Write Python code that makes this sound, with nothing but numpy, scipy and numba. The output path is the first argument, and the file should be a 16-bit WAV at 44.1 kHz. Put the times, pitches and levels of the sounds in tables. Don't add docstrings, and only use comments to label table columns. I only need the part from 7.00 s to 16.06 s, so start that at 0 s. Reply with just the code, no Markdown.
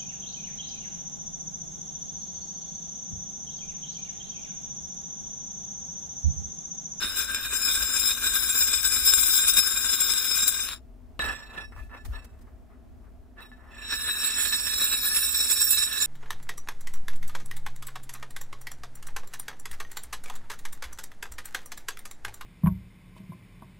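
import sys
import numpy as np
from scipy import signal
from scipy.fft import rfft, irfft
from scipy.io import wavfile
from scipy.ndimage import uniform_filter1d
from numba import njit

SR = 44100
rng = np.random.default_rng(int(sys.argv[2]) if len(sys.argv) > 2 else 0)


def wav_out(sig):
    wavfile.write(sys.argv[1], SR, np.round(np.clip(np.atleast_2d(sig).T, -1, 1) * 32767).astype(np.int16))


N = 399546
HOP = 16

# f/Hz, relative density/dB
ROOM_SPECTRUM = [(110, -5.5), (150, -11), (210, -6), (250, 4), (290, -10.5), (400, -10), (560, -20),
                 (650, -8.5), (800, -19), (1900, -31), (4000, -39.5), (15600, -47)]
ROOM_DB = -56.5
# f/Hz, relative density/dB
SHAKE_SPECTRUM = [(15, -14), (30, -7), (41, 3), (52, -1), (63, 1), (80, -6), (105, -12.5), (135, -27),
                  (250, -56)]
# t/s, level/dB
SHAKING_LEVEL = [(0.0, -44), (0.2, -48), (1.3, -46.5), (1.85, -44), (2.25, -49.5), (3.5, -52.5), (3.8, -47),
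                 (5.5, -49), (9.06, -49.5)]
# t/s, length/s, left level/dB, right level/dB
THUMPS = [(0.72, .2, -48, -49), (2.72, 0.1, -45, -48), (4.17, 0.23, -43, -42), (4.74, 0.18, -39, -43),
          (5.02, 0.21, -31, -35.5)]
SWELL_RISE = .3

# t/s, low ring level/dB, high ring level/dB
FIRST_ROLL = [(0.0, -41.5, -38), (0.48, -40.5, -35), (0.54, -38.5, -29.5), (1.08, -38.5, -29.5),
              (1.15, -41, -30.5), (1.55, -39, -28), (2.1, -41.5, -26), (2.38, -38.5, -21),
              (2.45, -39.5, -28), (3.3, -40, -28.5), (3.6, -42.5, -32.5), (3.73, -43, -39.5),
              (3.81, -80, -82)]
SECOND_ROLL = [(4.192, -36, -53), (4.22, -32, -44), (4.3, -32, -48), (4.36, -43.5, -57.5),
               (4.48, -46.5, -66), (4.64, -47.5, -64), (4.69, -72, -82.5), (5.19, -55.5, -73.5),
               (5.6, -73.5, -96), (6.3, -77.5, -99), (6.45, -65.5, -77), (6.66, -52.5, -75.5),
               (6.84, -43.5, -49.5), (6.91, -40.5, -36), (7.3, -40, -32), (7.75, -41.5, -31),
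               (7.85, -39.5, -27.5), (8.8, -43, -27), (8.89, -42.5, -35.5), (9.06, -39, -28)]
# t/s, rate/(turns per s)
FIRST_WOBBLE_RATE = [(0, 5.407), (.8, 7.042), (1.6, 8.165), (2.4, 9.902), (3.1, 12.719), (3.45, 17.344),
                     (3.7, 22.271)]
SECOND_WOBBLE_RATE = [(6.85, 6.41), (7.4, 6.719), (8, 8.178), (8.5, 9.01), (9.05, 10.833)]
FIRST_TURN, SECOND_TURN = .184, 0.51
FIRST_PITCHES = [1575, 2444, 2869, 3580, 3706, 3908, 5238, 6110, 7142, 7252, 7481, 8021, 9204, 9330, 9826,
                 11469, 11596, 12065, 13340, 13722, 14806, 14911, 15003]
SECOND_PITCHES = [1735, 2450, 2642, 3425, 3860, 4325, 5457, 7216, 7619, 7725, 7855, 8267, 9440, 10911,
                  11153, 11854, 11962, 12245, 14249, 15095]
# width/Hz before damping (at least 5), relative level/dB,
# left minus right level/dB, phase lag of the right channel/rad
FIRST_MODE_ROWS = [(57, -9.5, 2.5, 0.83), (58.4, -14, -5, 0.07), (90, -27, -1, -1.5), (71, -13, -10.5, 0),
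                   (41, -2, 0.5, 4.5), (33, -10, 6, 0), (25, 0, 14, 1.44), (24, -10, 11.5, -1.5),
                   (25.7, -2.5, 3.5, 3.1), (19.5, 2, 2, 2.35), (19, 4, 6.5, 1.4), (90, -4.5, 9.5, 2.5),
                   (23, -1.5, 1.6, 3.5), (35, -2, 1.5, 3.5), (33.7, -0.2, 5.5, 3.5), (26.14, -10, 8.5, 2),
                   (30, -14, 4.5, 0.1), (63, -5.5, 8, -1.5), (19, -5.5, 11.5, -2.2), (41, -22.5, 8.5, 4.5),
                   (26.22, -7.5, 10.5, -1.5), (34, -4, 10, -1), (90, -11, 10, -2.2)]
SECOND_MODE_ROWS = [(53.5, -7, -5, 1.33), (96, -28, -18, 0.8), (39, -10.5, -7.5, 0.85),
                    (75.6, -17.5, -7, 0.96), (32.5, 1, 1.1, 3), (47, -17, -9, -2.5), (30, -0.5, 0, -1.2),
                    (26, -3, -8.5, -1.5), (22, -7, -6, 2.5), (22.222, -3, -9, 3.5), (12.4, -2.5, -8.5, 4),
                    (31.8, -4, -2, 1.5), (23, -8.5, 8.5, 1), (17, -7.5, -3, 3), (25.926, -4.5, -4, 4),
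                    (18, -16, 8, 9), (28, -23, -3, 9.5), (23, -19, 11, -2), (35.8, -4, -7, 1.5),
                    (38, -17, 2, -1.5)]
# t/s, low ring level/dB, high ring level/dB, before the pulse shape
LANDINGS = [(4.1922, -17.5, -38), (4.2185, -26, -32), (4.2405, -26, -48), (4.2584, -32, -38),
            (4.577, -31, -45), (4.7214, -43, -76), (4.763, -36, -72), (4.8954, -46, -80),
            (4.9462, -38, -66), (5.1347, -38, -64), (5.469, -53, -80), (5.7004, -50, -81),
            (6.4044, -47, -43.5), (6.5154, -47, -71), (7.813, -31, -18), (8.614, -43, -18.5),
            (8.705, -63, -18.5)]
# t/s, length/s, low ring level/dB, high ring level/dB
SKID_SWELLS = [(0.0, 0.084, -37, -43), (0.147, 0.11, -43.5, -30.5), (0.331, 0.034, -64, -45),
               (0.706, .086, -65, -34), (0.986, 0.033, -65, -30), (1.041, 0.066, -52, -30.5),
               (1.253, .04, -38.5, -33), (1.327, 0.048, -60, -34.5), (1.569, 0.1, -52, -26),
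               (1.907, 0.073, -40, -28), (2.038, 0.1, -51, -25), (2.463, 0.06, -50, -21.5),
               (2.556, 0.063, -39, -23), (2.914, 0.066, -47, -28), (2.999, 0.022, -54, -26),
               (3.07, 0.074, -45, -32), (3.343, 0.061, -47, -30), (3.41, .045, -56, -33),
               (3.468, .03, -62, -24), (4.52, 0.13, -41.5, -62), (4.71, 0.066, -49, -85),
               (4.755, 0.087, -47.5, -98), (4.885, 0.13, -48, -84), (4.93, 0.078, -45.5, -68),
               (5.11, .11, -44, -61), (5.46, 0.078, -62, -90), (5.69, .11, -58.5, -90),
               (6.02, 0.11, -62, -94.5), (6.35, 0.16, -46.5, -69.5), (6.51, 0.038, -62, -82),
               (7.074, .053, -43.5, -57), (7.221, 0.088, -44.5, -36), (7.37, 0.18, -55, -36.5),
               (7.805, .07, -48, -34), (7.914, 0.067, -41, -39), (8.023, 0.063, -58, -56),
               (8.139, 0.047, -50, -29), (8.49, 0.051, -44, -24), (8.604, 0.02, -51, -34),
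               (8.698, 0.035, -71, -32), (8.755, 0.064, -47, -32.5), (8.984, 0.081, -58, -35)]
# f/Hz, relative density/dB
WOOD_SPECTRUM = [(150, -16.5), (230, -6), (400, -10), (720, -14.5), (950, -8), (1400, -2.5), (2000, -7),
                 (3000, -6), (4400, -20), (9000, -29.5)]
# f/Hz, relative density/dB
SCRAPE_SPECTRUM = [(2500, -30.5), (4400, -6), (6500, -5.5), (8600, 4), (10000, -11.5), (10500, -16.5),
                   (11300, -19), (12800, -10), (15500, -3.5)]
# f/Hz, level/dB
EDGE_RING_LEVEL = [(1735, -3.5), (2450, 0.5), (2642, 5), (3425, -3), (3860, -5.5), (4325, -4), (5457, -1),
                   (8000, -2.5), (9400, 0), (15000, 6)]
# f/Hz, relative density/dB
EDGE_WOOD_SPECTRUM = [(150, -5.5), (300, -6), (650, -3), (1300, 1.5), (2000, -5.5), (3500, -27.5),
                      (6000, -31.5)]
WOOD_DB, EDGE_WOOD_DB, SCRAPE_DB = -5, -5.5, -11.5
TICKS_PER_S, TICK_SPREAD_DB = 6000, 2.2
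LOW_ONCE_DB, LOW_TWICE_DB, HIGH_ONCE_DB, HIGH_TWICE_DB, DRIFT_DB = 1.75, 2, 1.33, 0, -0.4
KNOCK_LOW_DB, KNOCK_HIGH_DB, KNOCK_SCATTER_DB = -1, 0.5, 6
ROLL_IN_S, LAND_S = (0.0083, 0.0073), (0.00016, 0.0033)
FAINT_DB, FAINT_SLOPE = -48.5, 2
SPIN_PER_S, FACING_S, FACING_DEPTH = 6.9, 4.58, 0.56
TRAVEL_DB, AIM_DB, PHASE_RAD = 2.0, 2.0, 0.99
TWIN_SHARE = 0.3

# t/s, length/s, level/dB
RUSTLES = [(4.74, .2, -62), (5.045, .035, -42.5), (5.13, .08, -74), (5.24, 0.027, -52), (5.385, 0.022, -64),
           (5.405, .04, -61)]
# f/Hz, relative density/dB
CLOTH_SPECTRUM = [(1180, -4), (2000, -7), (2570, -11), (2750, -15), (3650, -12), (8190, -12), (15600, -15)]
TOP_HZ = 15620


def undb(db):
    return 10 ** (np.asarray(db) / 20)


def unit(x):
    return x / np.sqrt(np.mean(x ** 2))


def curve(table, t):
    s, *columns = np.transpose(table)
    return [np.interp(t, s, c, left=-120, right=-120) for c in columns]


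def colour(x, spectrum):
    hz, db = np.transpose(spectrum)
    size = 8192
    bins_hz = np.arange(size // 2 + 1) * SR / size
    log_gain = np.interp(np.log(bins_hz + 1), np.log(hz), db) * np.log(10) / 20
    cepstrum = irfft(log_gain)
    cepstrum[1:size // 2] *= 2
    cepstrum[size // 2 + 1:] = 0
    response = irfft(np.exp(rfft(cepstrum)))
    return signal.oaconvolve(x, response / np.linalg.norm(response))[:len(x)]


def high_pass(x, hz):
    return signal.sosfilt(signal.butter(4, hz, "high", fs=SR, output="sos"), x)


def walk(rate, t):
    levels = rng.standard_normal(N // 400)
    return np.interp(t * rate, np.arange(len(levels)), levels) * 1.2


def wide(spectrum, side):
    m, s = (colour(rng.standard_normal(N), spectrum) for _ in range(2))
    return unit(np.array([m + side * s, m - side * s]))


def swells(table, t):
    out = np.zeros((len(table[0]) - 2, len(t)))
    for s, length, *dbs in table:
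        near = slice(*np.searchsorted(t, [s, s + length]))
        phase = np.interp(t[near] - s, [0, SWELL_RISE * length, length], [0, np.pi / 2, np.pi])
        out[:, near] += np.outer(undb(dbs), np.sin(phase) ** 2)
    return out


def room(t):
    return unit(high_pass(wide(ROOM_SPECTRUM, .6), 95)) * undb(ROOM_DB + 0.87 * walk(1.7, t))


def thump(t):
    balance_db = np.array([[.8], [-.8]])
    shaking = undb(curve(SHAKING_LEVEL, t)[0] + 1.6 * walk(6.6, t) + balance_db)
    return wide(SHAKE_SPECTRUM, 0.65) * (shaking + swells(THUMPS, t))


def ticks(t):
    hit = rng.random((2, len(t))) < TICKS_PER_S / SR
    size = undb(TICK_SPREAD_DB * rng.exponential(size=hit.shape) + 1.1 * walk(45, t))
    sign = np.sign(rng.random(hit.shape) - .5)
    return unit(hit * size * sign)


def knocks(table, t, rise_s, decay_s):
    out = np.zeros((2, len(t)))
    for s, *dbs in table:
        near = slice(*np.searchsorted(t, [s, s + .06]))
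        age = t[near] - s
        out[:, near] += np.outer(undb(dbs), (1 - np.exp(-age / rise_s)) * np.exp(-age / decay_s))
    return out


def contact(roll, wobble, first_turn, t):
    turns = np.cumsum(np.interp(t, *np.transpose(wobble))) * HOP / SR
    turns = turns - np.interp(wobble[0][0], t, turns) - first_turn
    leaning = t >= wobble[0][0]
    once = leaning * np.cos(2 * np.pi * turns)
    twice = leaning * np.cos(4 * np.pi * turns)
    low, high = curve(roll, t)
    half = np.flatnonzero(leaning[1:] & (np.diff(np.floor(2 * turns + .12)) > 0))
    scatter = KNOCK_SCATTER_DB * rng.standard_normal((100, 2))[:len(half)]
    knock_low = low[half] + KNOCK_LOW_DB + scatter[:, 0]
    knock_high = high[half] + KNOCK_HIGH_DB + scatter[:, 1]
    rolled_in = np.c_[t[half], knock_low, knock_high]
    rolling = undb([low + LOW_ONCE_DB * once + LOW_TWICE_DB * twice + DRIFT_DB * walk(18, t),
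                    high + HIGH_ONCE_DB * once + HIGH_TWICE_DB * twice + DRIFT_DB * walk(11, t)])
    struck = knocks(rolled_in, t, *ROLL_IN_S) + knocks(LANDINGS, t, *LAND_S)
    return 20 * np.log10(rolling + swells(SKID_SWELLS, t) + struck)


@njit
def add_mode(out, grain, hz, width, drive, facing, aim, lag, twin, hop):
    a, b, turn = 0j, 0j, np.exp(2j * np.pi * hz / SR)
    for k in range(len(drive)):
        loss = np.pi * width[k] / SR
        pole = turn * (1 - loss)
        push = 2 * np.sqrt(loss) * drive[k]
        late = np.exp(-1j * lag[k]) / aim[k]
        for i in range(k * hop, (k + 1) * hop):
            a = a * pole + push * grain[0, i]
            b = b * pole + push * grain[1, i]
            out[0, i] += a.imag * aim[k] * facing[k]
            out[1, i] += ((a * np.sqrt(1 - twin) + b * np.sqrt(twin)) * late).imag * facing[k]


def disc(roll, wobble, first_turn, pitches, modes, pan_db, flat_s):
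    start, stop = int(roll[0][0] * SR), min(N, int((roll[-1][0] + .2) * SR))
    t = np.arange(start, stop - HOP, HOP) / SR
    low_db, high_db = contact(roll, wobble, first_turn, t)
    grain = ticks(np.arange(start, start + HOP * len(t)) / SR)
    ring = np.zeros(grain.shape)
    hz, (width, db) = np.array(pitches), np.transpose(modes)[:2]
    power_db = db + 10 * np.log10(width)
    bright = np.log(hz / 1750) / np.log(7500 / 1750)
    low_sum, high_sum = (10 * np.log10(np.sum(undb(2 * power_db[m]))) for m in (hz < 3000, hz > 4500))
    upright = np.clip(uniform_filter1d(low_db - high_db, size=250) / 22, 0, 1)
    damping = 1 - 0.96 * upright + 5 * np.clip((t - flat_s) / 0.046, 0, 1)
    faint_db = FAINT_SLOPE * np.minimum(low_db - FAINT_DB, 0) * upright
    edge_db = np.interp(hz, *np.transpose(EDGE_RING_LEVEL))
    for f, (w, _, pan, lag), p_db, b, e_db in zip(hz, modes, power_db, bright, edge_db):
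        force_db = (1 - b) * (low_db - low_sum) + b * (high_db - high_sum)
        drive = undb(p_db + e_db * upright + faint_db + force_db + TRAVEL_DB * walk(14, t))
        beam = min(max(b + .4, 0), 1)
        aim = undb(pan / 2 + AIM_DB * beam * walk(12, t))
        lobes = 2 if f < 2000 else 4
        facing = 1 + FACING_DEPTH * upright * np.cos(2 * np.pi * lobes * SPIN_PER_S * (t - FACING_S))
        phase = lag + PHASE_RAD * beam * walk(16, t)
        add_mode(ring, grain, 1. * f, max(w, 5) * damping, drive, facing, aim, phase,
                 min(TWIN_SHARE * beam, 1.), HOP)
    ring = high_pass(ring, 900)
    wood = np.repeat(undb(low_db + WOOD_DB) * (1 - upright), HOP)
    edge = np.repeat(undb(low_db + EDGE_WOOD_DB) * upright, HOP)
    scrape = np.repeat(undb(high_db + SCRAPE_DB), HOP)
    mid, side = (colour(g * wood, WOOD_SPECTRUM) + colour(g * scrape, SCRAPE_SPECTRUM)
                 + colour(g * edge, EDGE_WOOD_SPECTRUM) for g in grain)
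    pan_gain = undb([[pan_db / 2], [-pan_db / 2]])
    out = np.zeros((2, N))
    out[:, start:start + len(mid)] = ring + pan_gain * [mid + 0.69 * side, mid - 0.22 * side]
    return out


def rustle(t):
    return wide(CLOTH_SPECTRUM, 0.8) * swells(RUSTLES, t) * undb(2.0 * walk(60, t))


def scene():
    t = np.arange(N) / SR
    first = disc(FIRST_ROLL, FIRST_WOBBLE_RATE, FIRST_TURN, FIRST_PITCHES, FIRST_MODE_ROWS,
                 pan_db=4.0, flat_s=3.66)
    second = disc(SECOND_ROLL, SECOND_WOBBLE_RATE, SECOND_TURN, SECOND_PITCHES, SECOND_MODE_ROWS,
                  pan_db=-0.16, flat_s=N / SR)
    return room(t) + thump(t) + first + second + rustle(t)


def record(dry):
    return signal.sosfilt(signal.ellip(12, .2, 90, TOP_HZ, fs=SR, output="sos"), dry)


dry = scene()
out = record(dry)
wav_out(out)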